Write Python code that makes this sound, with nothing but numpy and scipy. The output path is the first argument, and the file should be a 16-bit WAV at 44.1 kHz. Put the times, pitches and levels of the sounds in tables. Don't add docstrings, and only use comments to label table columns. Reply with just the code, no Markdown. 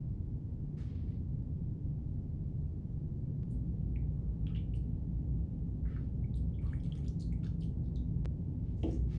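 import sys
import numpy as np
from scipy import signal
from scipy.fft import rfft
from scipy.io import wavfile

SR = 44100
rng = np.random.default_rng(int(sys.argv[2]) if len(sys.argv) > 2 else 0)


def dump_mix(stems):
    frames = np.atleast_2d(stems).T
    limited = np.clip(frames, -1, 1)
    pcm = np.round(limited * 32767).astype(np.int16)
    wavfile.write(sys.argv[1], SR, pcm)


N = 404838
TIME = np.arange(N) / SR

# (time [s], length [s], relative level [dB], pitch [Hz], relative fizz level [dB])
FILM_SQUEEZES = [(0.77, 0.06, -73, 1650, -91), (3.501, 0.045, -89, 3830, -79),
                 (4.105, 0.34, -87.5, 1060, -115), (4.461, 0.11, -76.5, 1350, -105),
                 (4.461, 0.051, -73, 2920, -100), (4.548, 0.041, -68, 2820, -100),
                 (4.748, 0.029, -79.5, 5160, -78), (5.846, .13, -69, 1644, -104),
                 (5.903, 0.074, -80.5, 2940, -104), (5.956, 0.027, -68, 1675, -104),
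                 (6.352, 0.035, -77, 3780, -74), (6.613, 0.092, -73.5, 1200, -94.5),
                 (6.72, 0.062, -72, 1920, -84), (6.826, .045, -74.5, 3060, -81),
                 (7.041, 0.043, -72.5, 3070, -85), (7.193, 0.038, -64, 4760, -72),
                 (7.429, 0.059, -71, 1290, -105), (7.437, 0.04, -73, 4820, -100),
                 (7.604, 0.061, -70.5, 3900, -79), (7.837, 0.052, -83, 4380, -100),
                 (8.903, 0.061, -71.5, 6000, -81)]
# (time [s], relative peak [dB], pitch [Hz], half-width [octaves])
SKIN_SMACKS = [(4.468, -52, 2100, 0.52), (4.558, -51, 2100, 0.41), (4.563, -67, 4300, 0.33),
               (4.761, -65, 5770, 0.43), (5.965, -49, 1460, 0.31), (6.372, -61.5, 3700, .3),
               (6.624, -61, 1900, 0.84), (6.667, -58, 3600, 0.34), (6.691, -65, 2200, 0.39),
               (6.836, -57, 3500, 1.2), (6.861, -61, 3770, .4), (6.953, -53, 2800, 1.6),
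               (7.045, -57.5, 3920, 0.58), (7.081, -51, 5470, .4), (7.199, -54, 5340, 0.55),
               (7.208, -50, 5000, 0.52), (7.327, -59, 7300, 0.27), (7.433, -53, 2200, 0.81),
               (7.444, -53, 3800, 0.45), (7.467, -54, 3600, 0.58), (7.613, -57, 4000, 0.28),
               (7.634, -54.5, 3700, 0.49), (7.958, -58.5, 4950, 0.43)]
# (time [s], peak [dB], pitch [Hz], length [s], upward glide [octaves],
# reverberation gain [dB], reverberation pitch [Hz])
BUBBLE_POPS = [(3.959, -52, 2420, 0.0055, 0.6, -0.5, 2200), (4.468, -46.5, 3140, 0.0033, 0.32, -3.5, 3120),
               (4.548, -52.5, 2950, 0.0056, 0.45, 2, 2930), (4.56, -53.5, 3080, .0035, 0.5, 4.5, 3210),
               (4.738, -54, 2800, 0.0042, 0.3, -0.5, 2850), (6.241, -61, 2250, 0.0094, 0.25, -5, 2240),
               (6.342, -56, 3800, 0.0037, 0.18, -5, 3730), (6.539, -69, 3290, 0.005, 0.32, 7.5, 3300),
               (6.588, -61, 2300, 0.006, .25, 1, 2310), (6.654, -60, 1040, 0.0095, .4, 5, 1064),
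               (6.731, -48, 1710, 0.0095, 0.85, -9.5, 2010), (6.80, -64.5, 3240, 0.0046, .2, -6, 3170),
               (6.922, -47, 3210, .005, 0.1, -8.5, 3270), (7.081, -54, 4950, 0.0045, .3, -11, 4930),
               (7.324, -56.5, 2270, 0.0052, 0.37, 1, 2160), (7.466, -58, 1540, 0.0058, .3, -8, 1420),
               (7.957, -57.5, 4100, 0.0048, 0.3, 4, 3710)]
# (time [s], length [s], relative level [dB])
BUCKET_STIRS = [(6.61, 0.21, -75), (6.829, 0.28, -78), (6.951, 0.044, -69.5), (7.438, 0.045, -79)]
# (time [s], relative strength [dB])
TABLE_CONTACTS = [(8.832, -0.5), (8.883, -9.5), (8.913, -17)]
# (frequency [Hz], relative level [dB])
THUD_SPECTRUM = [(120, -21), (230, -5), (300, 2.5), (430, 1.5), (520, -5), (600, -22), (770, -22),
                 (1000, -32.5), (1600, -48), (4000, -77)]
# (frequency [Hz], relative level [dB], 60 dB decay time [s])
TABLE_MODES = [(243.4, -4, 0.12), (319, -3, 0.15), (400, -11.5, 0.13), (530, -17, 0.088), (740, -18, 0.091),
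               (843, -21, 0.08)]
# (time [s], swell [s], length [s], relative level [dB], treble gain [dB])
BRUSH_STROKES = [(0.764, 0.016, 0.081, -69.5, -2), (0.852, 0.028, .1, -74.5, -16),
                 (0.941, .03, 0.085, -76, -18), (1.029, 0.07, 0.12, -76.5, -16),
                 (5.867, 0.016, 0.17, -77, -10), (8.636, 0.023, 0.079, -80.5, -7),
                 (8.76, .025, 0.058, -81.5, 12), (8.848, 0.021, 0.1, -72.5, 0),
                 (9.065, 0.066, 0.13, -66, -3.5)]
# (frequency [Hz], relative level [dB])
FRICTION_SPECTRUM = [(500, -22), (1000, -0.5), (1450, -4.5), (2000, 0), (2900, -3.5), (3800, -4),
                     (5200, -7), (7000, -11.5), (10000, -20)]
# (time [s], peak [dB], corner frequency [Hz])
DRY_CLICKS = [(3.433, -56.5, 2600), (8.249, -48.5, 3560), (8.2568, -38.5, 2920)]
# (frequency [Hz], 60 dB decay time [s])
ROOM_DECAY = [(200, 0.57), (1000, 0.34), (3000, 0.27), (10000, .3)]
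# (frequency [Hz], relative spectral density [dB])
RUMBLE_FIRST = [(27, -62), (36, -67), (50, -60), (105, -59.5), (190, -67), (290, -77.5), (420, -85.5),
                (620, -96), (850, -103), (1300, -115), (2800, -123), (5000, -126), (10000, -135)]
RUMBLE_SECOND = [(27, -68.5), (36, -68.5), (50, -59), (105, -58), (190, -66.5), (290, -76.5), (420, -83.5),
                 (620, -94), (850, -102), (1300, -115), (2800, -122), (5000, -126), (10000, -134)]
# (frequency [Hz], half-width [Hz], level at first place [dB], level at second [dB])
FAN_TONES = [(59.74, 4.3, -58, -40), (81.1, 1.4, -48, -53.5), (123.6, 13, -50, -47.5),
             (147.03, 2.3, -44.5, -49), (167.44, 4, -55.5, -46.5), (247.2, 6.9, -58, -54.5),
             (297.8, 7.3, -64, -61.5), (360.6, 0.98, -69, -68), (844, 39, -85.5, -81.5),
             (2990, 37, -106, -102.5)]
# (frequency [Hz], bandwidth [Hz], gain [dB])
PORT_RESONANCES = [(5470, 150, -1), (9100, 190, 2.5)]


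def wet_clay():
    out = np.zeros(N)
    for s, length_s, db, hz, fizz_db in FILM_SQUEEZES:
        swarm = bubble_swarm(length_s, hz, octaves=0.24, per_s=1400, cycles=22, scatter_db=6.5)
        add(out, s, undb(db) * swarm)
        add(out, s, undb(fizz_db) * fizz(length_s))
    for s, db, hz, octaves in SKIN_SMACKS:
        add(out, s, undb(db) * crack(hz, t60=0.016, octaves=octaves))
    return out


def bubble_swarm(length_s, hz, octaves, per_s, cycles, scatter_db):
    count = int(per_s * length_s) + 2
    onsets = rng.beta(1.3, 1.7, count)
    detunes = rng.standard_normal(count)
    strengths = rng.standard_normal(count)
    swarm = np.zeros(int((length_s + .1) * SR))
    for onset, detune, strength in zip(onsets, detunes, strengths):
        pitch = min(hz * 2 ** (octaves * detune), SR / 4)
        start = int(onset * length_s * SR)
        bubble = ring(pitch, cycles / pitch, rise=0.098, attack_s=3.2 / pitch)[:len(swarm) - start]
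        swarm[start:start + len(bubble)] += undb(scatter_db * strength) * bubble
    return swarm / np.sqrt(np.sum(swarm ** 2) / (length_s * SR))


def fizz(length_s):
    return bubble_swarm(length_s, hz=8600, octaves=0.19, per_s=1800, cycles=45, scatter_db=5.0)


def pops(snap_db=-8):
    direct, to_walls = np.zeros(N), np.zeros(N)
    for s, db, hz, length_s, glide, wall_db, wall_hz in BUBBLE_POPS:
        snap = undb(snap_db) * crack(hz, t60=0.013, octaves=0.23)
        for track, gain, pitch in [(direct, undb(db), hz), (to_walls, undb(db + wall_db), wall_hz)]:
            add(track, s, gain * plip(pitch, length_s, glide))
            add(track, s, gain * snap)
    return direct, to_walls


def plip(hz, length_s, glide):
    progress = np.linspace(0, 1, int(length_s * SR) + 8)
    pitch = hz * 2 ** (glide * (progress - 1 / 3))
    envelope = np.sin(np.pi * progress ** 0.53) ** 2
    return np.sin(2 * np.pi * np.cumsum(pitch) / SR) * envelope


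def bucket(spray_db=-13):
    out = np.zeros(N)
    for s, length_s, db in BUCKET_STIRS:
        swarm = bubble_swarm(length_s, hz=2410, octaves=1.11, per_s=700, cycles=16, scatter_db=5.0)
        add(out, s, undb(db) * (swarm + undb(spray_db) * fizz(length_s)))
    return out


def clay_landing(thud_db=-33.5, knock_db=-43, weight_lag_s=0.00206):
    out = np.zeros(N)
    landing_s = TABLE_CONTACTS[0][0]
    add(out, landing_s, undb(-45) * plip(hz=2850, length_s=0.0028, glide=0.15))
    add(out, landing_s, undb(-46) * crack(hz=2700, t60=0.024, octaves=0.25))
    add(out, landing_s, undb(-57) * crack(hz=5740, t60=0.021, octaves=0.38))
    t = TIME[:SR // 3]
    envelope = (1 - np.exp(-t / 0.0093)) * decay(t, t60=0.21)
    thud = envelope * unit(coloured(THUD_SPECTRUM)[:len(t)])
    add(out, landing_s + weight_lag_s, undb(thud_db) * thud)
    for s, contact_db in TABLE_CONTACTS:
        push_s = s + weight_lag_s
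        add(out, push_s, undb(knock_db + contact_db) * crack(hz=640, t60=0.04, octaves=0.26))
        for hz, db, t60 in TABLE_MODES:
            add(out, push_s, undb(thud_db + contact_db + db) * ring(hz, t60, attack_s=0.0026))
    return out


def brushing(split_hz=5400, grain_db=1.8, sag_db_per_s=16, release_s=0.03):
    hiss = coloured(FRICTION_SPECTRUM)
    hiss *= undb(grain_db * noise(lambda hz: 1 / (1 + (hz / 120) ** 2)))
    body = signal.sosfiltfilt(signal.butter(4, split_hz, fs=SR, output="sos"), hiss)
    treble = hiss - body
    out = np.zeros(N)
    for s, swell_s, length_s, db, treble_db in BRUSH_STROKES:
        age = np.maximum(TIME - s, 0)
        contact = np.minimum(age / swell_s, 1) * np.exp(-np.maximum(age - length_s, 0) / release_s)
        out += contact * undb(db - sag_db_per_s * age) * (body + undb(treble_db) * treble)
    return out


def clicks(knock_db=5.5):
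    out = np.zeros(N)
    t = np.arange(-SR // 200, SR // 200) / SR
    for s, db, corner_hz in DRY_CLICKS:
        u = 2 * np.pi * corner_hz * t
        pulse = -2 * u / (1 + u ** 2) * np.hanning(len(t))
        add(out, s + t[0], undb(db) * pulse)
        add(out, s, undb(db + knock_db) * ring(hz=422, t60=0.0083))
    return out


def room(sound, build_s=0.0016):
    t = TIME[:SR * 2 // 3]
    spectrum = rfft(rng.standard_normal(len(t)))
    hz = np.fft.rfftfreq(len(t), 1 / SR)
    octave = np.round(np.log2(np.maximum(hz, 125)))
    tail = np.zeros(len(t))
    for k in np.unique(octave):
        band = np.fft.irfft(spectrum * (octave == k), len(t))
        tail += band * decay(t, on_log_axis(2 ** k, ROOM_DECAY))
    tail *= 1 - np.exp(-(t / build_s) ** 2)
    return signal.fftconvolve(sound, tail / np.sqrt(np.sum(tail ** 2)))[:N]


def ventilation(move_s=3.47, fade_s=0.072):
    hz = np.fft.rfftfreq(N, 1 / SR)
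    moved = np.clip((TIME - move_s) / fade_s + .5, 0, 1)
    places = [(RUMBLE_FIRST, -39, 1 - moved), (RUMBLE_SECOND, -38.5, moved)]
    out = np.zeros(N)
    for place, (rumble, rumble_db, share) in enumerate(places):
        power = (undb(rumble_db) * unit(undb(on_log_axis(hz, rumble)))) ** 2
        for centre, half_width, *tone_db in FAN_TONES:
            peak = unit(1 / (1 + ((hz - centre) / half_width) ** 2))
            power += (undb(tone_db[place]) * peak) ** 2
        drone = np.fft.irfft(rfft(rng.standard_normal(N)) * np.sqrt(power), N)
        out += np.sqrt(share) * drone
    return out


def ring(hz, t60, rise=0., attack_s=1e-4):
    t = np.arange(int(t60 * SR) + 8) / SR
    phase = 2 * np.pi * hz * (t + rise * t ** 2 / (2 * t60))
    wave = np.sin(phase) * decay(t, t60) * (1 - np.exp(-t / attack_s))
    return wave / np.abs(wave).max()


def crack(hz, t60, octaves):
    t = np.arange(int(t60 * SR) + 8) / SR
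    edges_hz = [hz / 2 ** octaves, min(hz * 2 ** octaves, SR / 3)]
    band = signal.butter(1, edges_hz, "band", fs=SR, output="sos")
    burst = rng.standard_normal(len(t)) * decay(t, t60)
    wave = signal.sosfilt(np.vstack([band, band]), burst)
    return wave / np.abs(wave).max()


def noise(gain_at):
    hz = np.fft.rfftfreq(N, 1 / SR)
    return unit(np.fft.irfft(rfft(rng.standard_normal(N)) * gain_at(hz), N))


def coloured(points):
    return noise(lambda hz: undb(on_log_axis(hz, points)))


def on_log_axis(hz, points):
    at, value = np.transpose(points)
    return np.interp(np.log(hz + 1), np.log(at), value)


def decay(t, t60):
    return np.exp(-np.log(1000) * t / t60)


def undb(db):
    return 10 ** (np.asarray(db) / 20)


def unit(x):
    return x / np.sqrt(np.mean(x ** 2) + 1e-30)


def add(track, s, sound):
    start = max(int(s * SR), 0)
    part = sound[:max(N - start, 0)]
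    track[start:start + len(part)] += part


def scene():
    drips, drips_to_walls = pops()
    hands = wet_clay() + bucket() + brushing()
    landing = clay_landing()
    walls = room(drips_to_walls + undb(-2.5) * hands + undb(-0.5) * landing)
    return (drips + undb(-1.5) * hands + landing + walls + clicks() + ventilation())[None]


def record(dry, low_hz=22, top_hz=9900, fade_s=0.008):
    for hz, width, db in PORT_RESONANCES:
        resonance = signal.lfilter(*signal.iirpeak(hz, hz / width, fs=SR), dry)
        dry = dry + (undb(db) - 1) * resonance
    dry = signal.sosfilt(signal.butter(6, low_hz, "high", fs=SR, output="sos"), dry)
    dry = dry * np.clip(np.minimum(TIME, TIME[-1] - TIME) / fade_s, 0, 1)
    return signal.sosfilt(signal.ellip(10, .2, 80, top_hz, fs=SR, output="sos"), dry)


dry = scene()
out = record(dry)
dump_mix(out)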